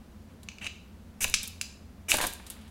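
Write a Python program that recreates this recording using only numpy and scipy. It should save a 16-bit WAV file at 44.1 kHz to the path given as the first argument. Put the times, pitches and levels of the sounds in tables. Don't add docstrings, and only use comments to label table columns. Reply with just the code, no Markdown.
import sys
import numpy as np
from scipy import signal
from scipy.fft import rfft, irfft
from scipy.io import wavfile

SR = 44100
rng = np.random.default_rng(int(sys.argv[2]) if len(sys.argv) > 2 else 0)


def dump_mix(stems):
    frames = np.atleast_2d(stems).T
    limited = np.clip(frames, -1, 1)
    pcm = np.round(limited * 32767).astype(np.int16)
    wavfile.write(sys.argv[1], SR, pcm)


N = 119070
T = np.arange(N) / SR

# [f/Hz, level/dB, t60/s]
TOOL_MODES = [(2420, -11, .012), (2640, -12, .010), (2860, -10, .012), (3700, -23, .012), (5850, -28, .011),
              (6280, -26, .012), (7450, -31, .007)]


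def from_db(db):
    return 10 ** (np.asarray(db) / 20)


def rms_one(x):
    return x / np.sqrt(np.mean(x ** 2) + 1e-20)


def at_hz(points, hz, axis=1):
    points = np.array(points)
    return np.interp(np.log(hz + 1e-9), np.log(points[:, 0]), points[:, axis])


def shaped(x, spectrum):
    hz = np.arange(N // 2 + 1) * SR / N
    return irfft(rfft(x) * from_db(at_hz(spectrum, hz)), N)


def colour(x, spectrum):
    return rms_one(shaped(x, spectrum))


def filtered(x, order, hz, kind):
    return signal.sosfilt(signal.butter(order, hz, kind, fs=SR, output="sos"), x + 1e-18)


def dull(x, hz):
    return filtered(x, 3, min(hz, .45 * SR), "low")


def grains(per_s, spread_db):
    sizes = from_db(spread_db * np.minimum(rng.exponential(1, N), 4))
    signs = rng.choice([-1, 1], N)
    return rms_one(sizes * signs * (rng.random(N) < per_s / SR))


def clicks(times, levels_db):
    return np.bincount((np.array(times) * SR).astype(int), from_db(levels_db), N)[:N]


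def ring(x, modes):
    out = 0
    for hz, db, t60 in modes:
        radius = from_db(-60 / (t60 * SR))
        angle = 2 * np.pi * hz / SR
        strike = [0, from_db(db) * np.sin(angle)]
        out = out + signal.lfilter(strike, [1, -2 * radius * np.cos(angle), radius ** 2], x + 1e-18)
    return out


def envelope(start, end, rise_s, decay_s):
    return np.clip((T - start) / rise_s, 0, 1) * np.exp(-np.clip((T - end) / decay_s, 0, 20))


def background():
    # [f/Hz, level/dB per Hz]
    floor_spectrum = [(20, -13.5), (42, -6), (60, 1.5), (85, -3), (115, -11.5), (155, -7.5), (212, -2),
                      (300, -14), (550, -18.5), (1000, -23), (2000, -29), (4000, -33.5), (8000, -38.5),
                      (15000, -41.5)]
    # [f/Hz, width/Hz, level/dB]
    hum_bands = [(64.1, 6.2, -58), (85.3, 6.2, -55.5), (217.8, 34.6, -60)]
    # [start t/s, end t/s, level/dB]
    draughts = [(1.198, 1.3, -39.5), (2.09, 2.22, -66)]
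    draught_hz, draught_edge_s = 34, 0.066
    out = from_db(-52) * colour(rng.standard_normal(N), floor_spectrum)
    for hz, width_hz, db in hum_bands:
        edges_hz = [hz - width_hz / 2, hz + width_hz / 2]
        hum = filtered(rng.standard_normal(N + SR), 2, edges_hz, "band")[SR:]
        out += from_db(db) * rms_one(hum)
    push = sum(from_db(db) * envelope(start, end, draught_edge_s, draught_edge_s)
               for start, end, db in draughts)
    return out + push * rms_one(dull(rng.standard_normal(N), draught_hz))


def kitchen(x):
    # [f/Hz, t60/s, level/dB]
    reverberation = [(199, 0.25, 4), (1000, 0.53, -11.5), (2540, 0.47, -6.5), (3600, 0.56, -6),
                     (5500, 0.39, -1.5), (9400, 0.51, -14), (15000, .3, -7.5)]
    onset_s = 0.0013
    t, edges, response = T[:SR], np.geomspace(120, 18000, 13), 0
    white = rng.standard_normal((2, SR))
    for k, band in enumerate(zip(edges, edges[1:])):
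        hz = np.sqrt(band[0] * band[1])
        tail = from_db(-60 * t / at_hz(reverberation, hz))
        tail = tail * np.clip(t / onset_s - 1, 0, 1)
        noise = filtered(white[k % 2], 2, band, "band")
        level = from_db(at_hz(reverberation, hz, axis=2))
        response = response + noise * tail / np.linalg.norm(tail) * level
    return signal.fftconvolve(x, response)[:N]


def rustle():
    # [start t/s, end t/s, level/dB]
    movements = [(0.294, 0.323, -66), (2.41, 2.686, -59)]
    # [f/Hz, level/dB per Hz]
    rub_spectrum = [(300, -8), (800, -2), (1500, -2), (3200, -3), (6000, -15.5), (15000, -23)]
    edge_s = 0.0053
    moving = sum(from_db(db) * envelope(start, end, edge_s, edge_s) for start, end, db in movements)
    return moving * colour(grains(per_s=2500, spread_db=1.5), rub_spectrum)


def sparks():
    # [start t/s, end t/s, fizz level/dB, sputter level/dB]
    showers = [(1.246, 1.283, -51, -51), (2.121, 2.144, -31.5, -35.5), (2.165, 2.276, -66, -45.5)]
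    # [t/s, level/dB, decay/s]
    flares = [(0.43, -45, 0.006), (1.278, -30.5, 0.0037), (1.431, -35, 0.013), (1.4753, -40, 0.0046),
              (2.139, -19, 0.0033), (2.183, -26.5, 0.0067), (2.2103, -28.5, 0.036), (2.238, -36, 0.0051),
              (2.2665, -36, .007), (2.326, -43.5, 0.011), (2.4641, -41.5, 0.011), (2.4994, -42, 0.02),
              (2.611, -56, 0.0072), (2.6754, -59.5, 0.024)]
    # [t/s, level/dB]
    puffs = [(1.2451, -29.5), (2.139, -22), (2.1832, -23.5), (2.2013, -26.5), (2.211, -25.5), (2.225, -30),
             (2.2338, -32), (2.238, -29), (2.247, -28), (2.397, -43.5)]
    # [t/s, level/dB]
    snap_events = [(1.2989, -17), (1.4317, -16), (1.4765, -19), (1.4811, -21), (2.1576, -17), (2.17, -9),
                   (2.2622, -23), (2.2685, -9.5), (2.2715, -13), (2.275, -18), (2.3024, -30),
                   (2.3364, -19.5), (2.5014, -19), (2.5054, -20)]
    # [f/Hz, level/dB per Hz]
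    fizz_spectrum = [(500, -12), (2000, -11), (3700, 0), (5200, -9), (7000, -4.5), (8800, -2), (11000, -6),
                     (13000, -8.5), (16000, -20)]
    sputter_spectrum = [(30, 12.5), (130, -17), (300, -5), (450, -2.5), (575, 1.5), (850, 0.5), (1030, 2),
                        (1250, -10), (1600, 2), (2600, -11), (3700, -16), (5500, -22), (12000, -46)]
    rise_s, puff_decay_s = 0.0025, 0.0062
    fizz = sum(from_db(db) * envelope(s, s, rise_s, decay_s) for s, db, decay_s in flares)
    sputter = sum(from_db(db) * envelope(s, s + rise_s, rise_s, puff_decay_s) for s, db in puffs)
    for start, end, fizz_db, sputter_db in showers:
        burning = envelope(start, end, rise_s=.004, decay_s=.032)
        fizz = np.hypot(fizz, from_db(fizz_db) * burning)
        sputter = np.hypot(sputter, from_db(sputter_db) * burning)
    snaps = ring(clicks(*np.transpose(snap_events)), [(10100, 0, .0007)])
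    snaps = from_db(2.5) * filtered(snaps, 3, 6200, "high")
    fine = colour(grains(per_s=20000, spread_db=-0.6), fizz_spectrum)
    coarse = colour(grains(per_s=7000, spread_db=1.5), sputter_spectrum)
    return fizz * fine + sputter * coarse + snaps


def knocks():
    # [t/s, tool ring level/dB, crack level/dB, steel ring level/dB, crack top f/Hz]
    contacts = [(.4872, -22, -30.5, -40, 6000), (.517, -36, -50, -62, 5000), (.5845, -32, -43, -51, 7100),
                (.6443, -24, -33, -52, 7000), (0.6666, -17, -29.5, -42, 6000), (.6712, -21, -51, -54, 5500),
                (.6735, -25.5, -50, -53, 5500), (.7025, -41, -66, -65, 5000),
                (1.2434, -9.5, -22.5, -25, 14000), (1.3404, -11, -11, -15, 10500),
                (1.343, -25, -19.5, -30, 9000), (1.3459, -18, -59, -30, 10500),
                (1.6129, -16.5, -20.5, -34, 12000), (2.1176, -3.5, -16.5, -35, 12000)]
    # [f/Hz, level/dB, t60/s]
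    steel_modes = [(2445, -36, .24), (2585, -38, .14), (2925, -33, .15), (3273, -40, .25), (3634, -41, .3),
                   (4115, -32, .15), (4328, -43, .4), (4915, -36, .28), (5075, -33, .15), (5706, -33, .16),
                   (6062, -41, .25)]
    # [f/Hz, level/dB per Hz]
    crack_spectrum = [(200, -25), (800, -15), (1300, -11), (2100, -7), (2900, -6), (4200, -4), (7000, -3),
                      (8800, -8), (10200, -5), (13000, -16), (16000, -3)]
    crack_decay_s, tail_decay_s, tail_db = 0.0024, 0.021, -17.5
    rebound_s, rebound_db = 0.00078, -4.5
    times, ring_db, _, steel_db, _ = np.transpose(contacts)
    noise = colour(rng.choice([-1., 1.], N), crack_spectrum)
    touches = clicks(times, ring_db) + clicks(times + rebound_s, ring_db + rebound_db)
    out = ring(touches, TOOL_MODES) + ring(clicks(times, steel_db), steel_modes)
    for s, _, crack_db, _, top_hz in contacts:
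        crack = envelope(s, s, 1 / SR, crack_decay_s)
        tail = from_db(tail_db) * envelope(s, s, 1 / SR, tail_decay_s)
        out += dull(from_db(crack_db) * (crack + tail) * noise, top_hz)
    return filtered(out, 2, 1700, "high")


def strokes():
    # [start t/s, end t/s, rasp level at the end/dB, ring level/dB, swell/dB, rasp top f/Hz]
    scrapes = [(.612, 0.673, -49, -42, 15, 9400), (1.205, 1.245, -26.5, -39, 8, 15000),
               (2.083, 2.117, -23.5, -35.5, 17, 14500)]
    # [f/Hz, level/dB per Hz]
    rasp_spectrum = [(200, -10.5), (1000, -32), (3000, 4), (4500, -5), (6200, 7), (7300, 5.5), (9500, 4.5),
                     (12000, 0.5), (16000, -6.5)]
    chatter_hz, chatter_db, edge_s = 348, 0.1, 0.0022
    bite = from_db(chatter_db * rms_one(dull(rng.standard_normal(N), chatter_hz)))
    tearing = bite * grains(per_s=15000, spread_db=1)
    rasp = colour(tearing, rasp_spectrum)
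    ringing = rms_one(ring(tearing, TOOL_MODES))
    out = 0
    for start, end, rasp_db, ring_db, swell_db, top_hz in scrapes:
        contact = envelope(start, end, edge_s, edge_s)
        to_go = np.clip((end - T) / (end - start), 0, 1)
        rasping = from_db(rasp_db - swell_db * to_go ** 2) * dull(rasp, top_hz)
        out = out + contact * (rasping + from_db(ring_db) * ringing)
    return out


def scene():
    # [f/Hz, level/dB]
    width = [(100, -53), (400, -29), (1200, -29), (2600, -36.5), (6000, -25), (9000, -22), (14000, -21)]
    tool, burning = knocks() + strokes(), sparks()
    room = kitchen(tool + from_db(-1.5) * burning)
    mid = tool + burning + room + rustle() + background()
    smear = rng.standard_normal(N) * envelope(0, 0, 1 / SR, decay_s=0.0017)
    smeared = signal.fftconvolve(mid, smear / np.linalg.norm(smear))[:N]
    side = shaped(smeared, width)
    return np.array([mid + side, mid - side])


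def record(dry):
    return signal.sosfilt(signal.ellip(10, .1, 80, 15800, fs=SR, output="sos"), dry)


dry = scene()
out = record(dry)
dump_mix(out)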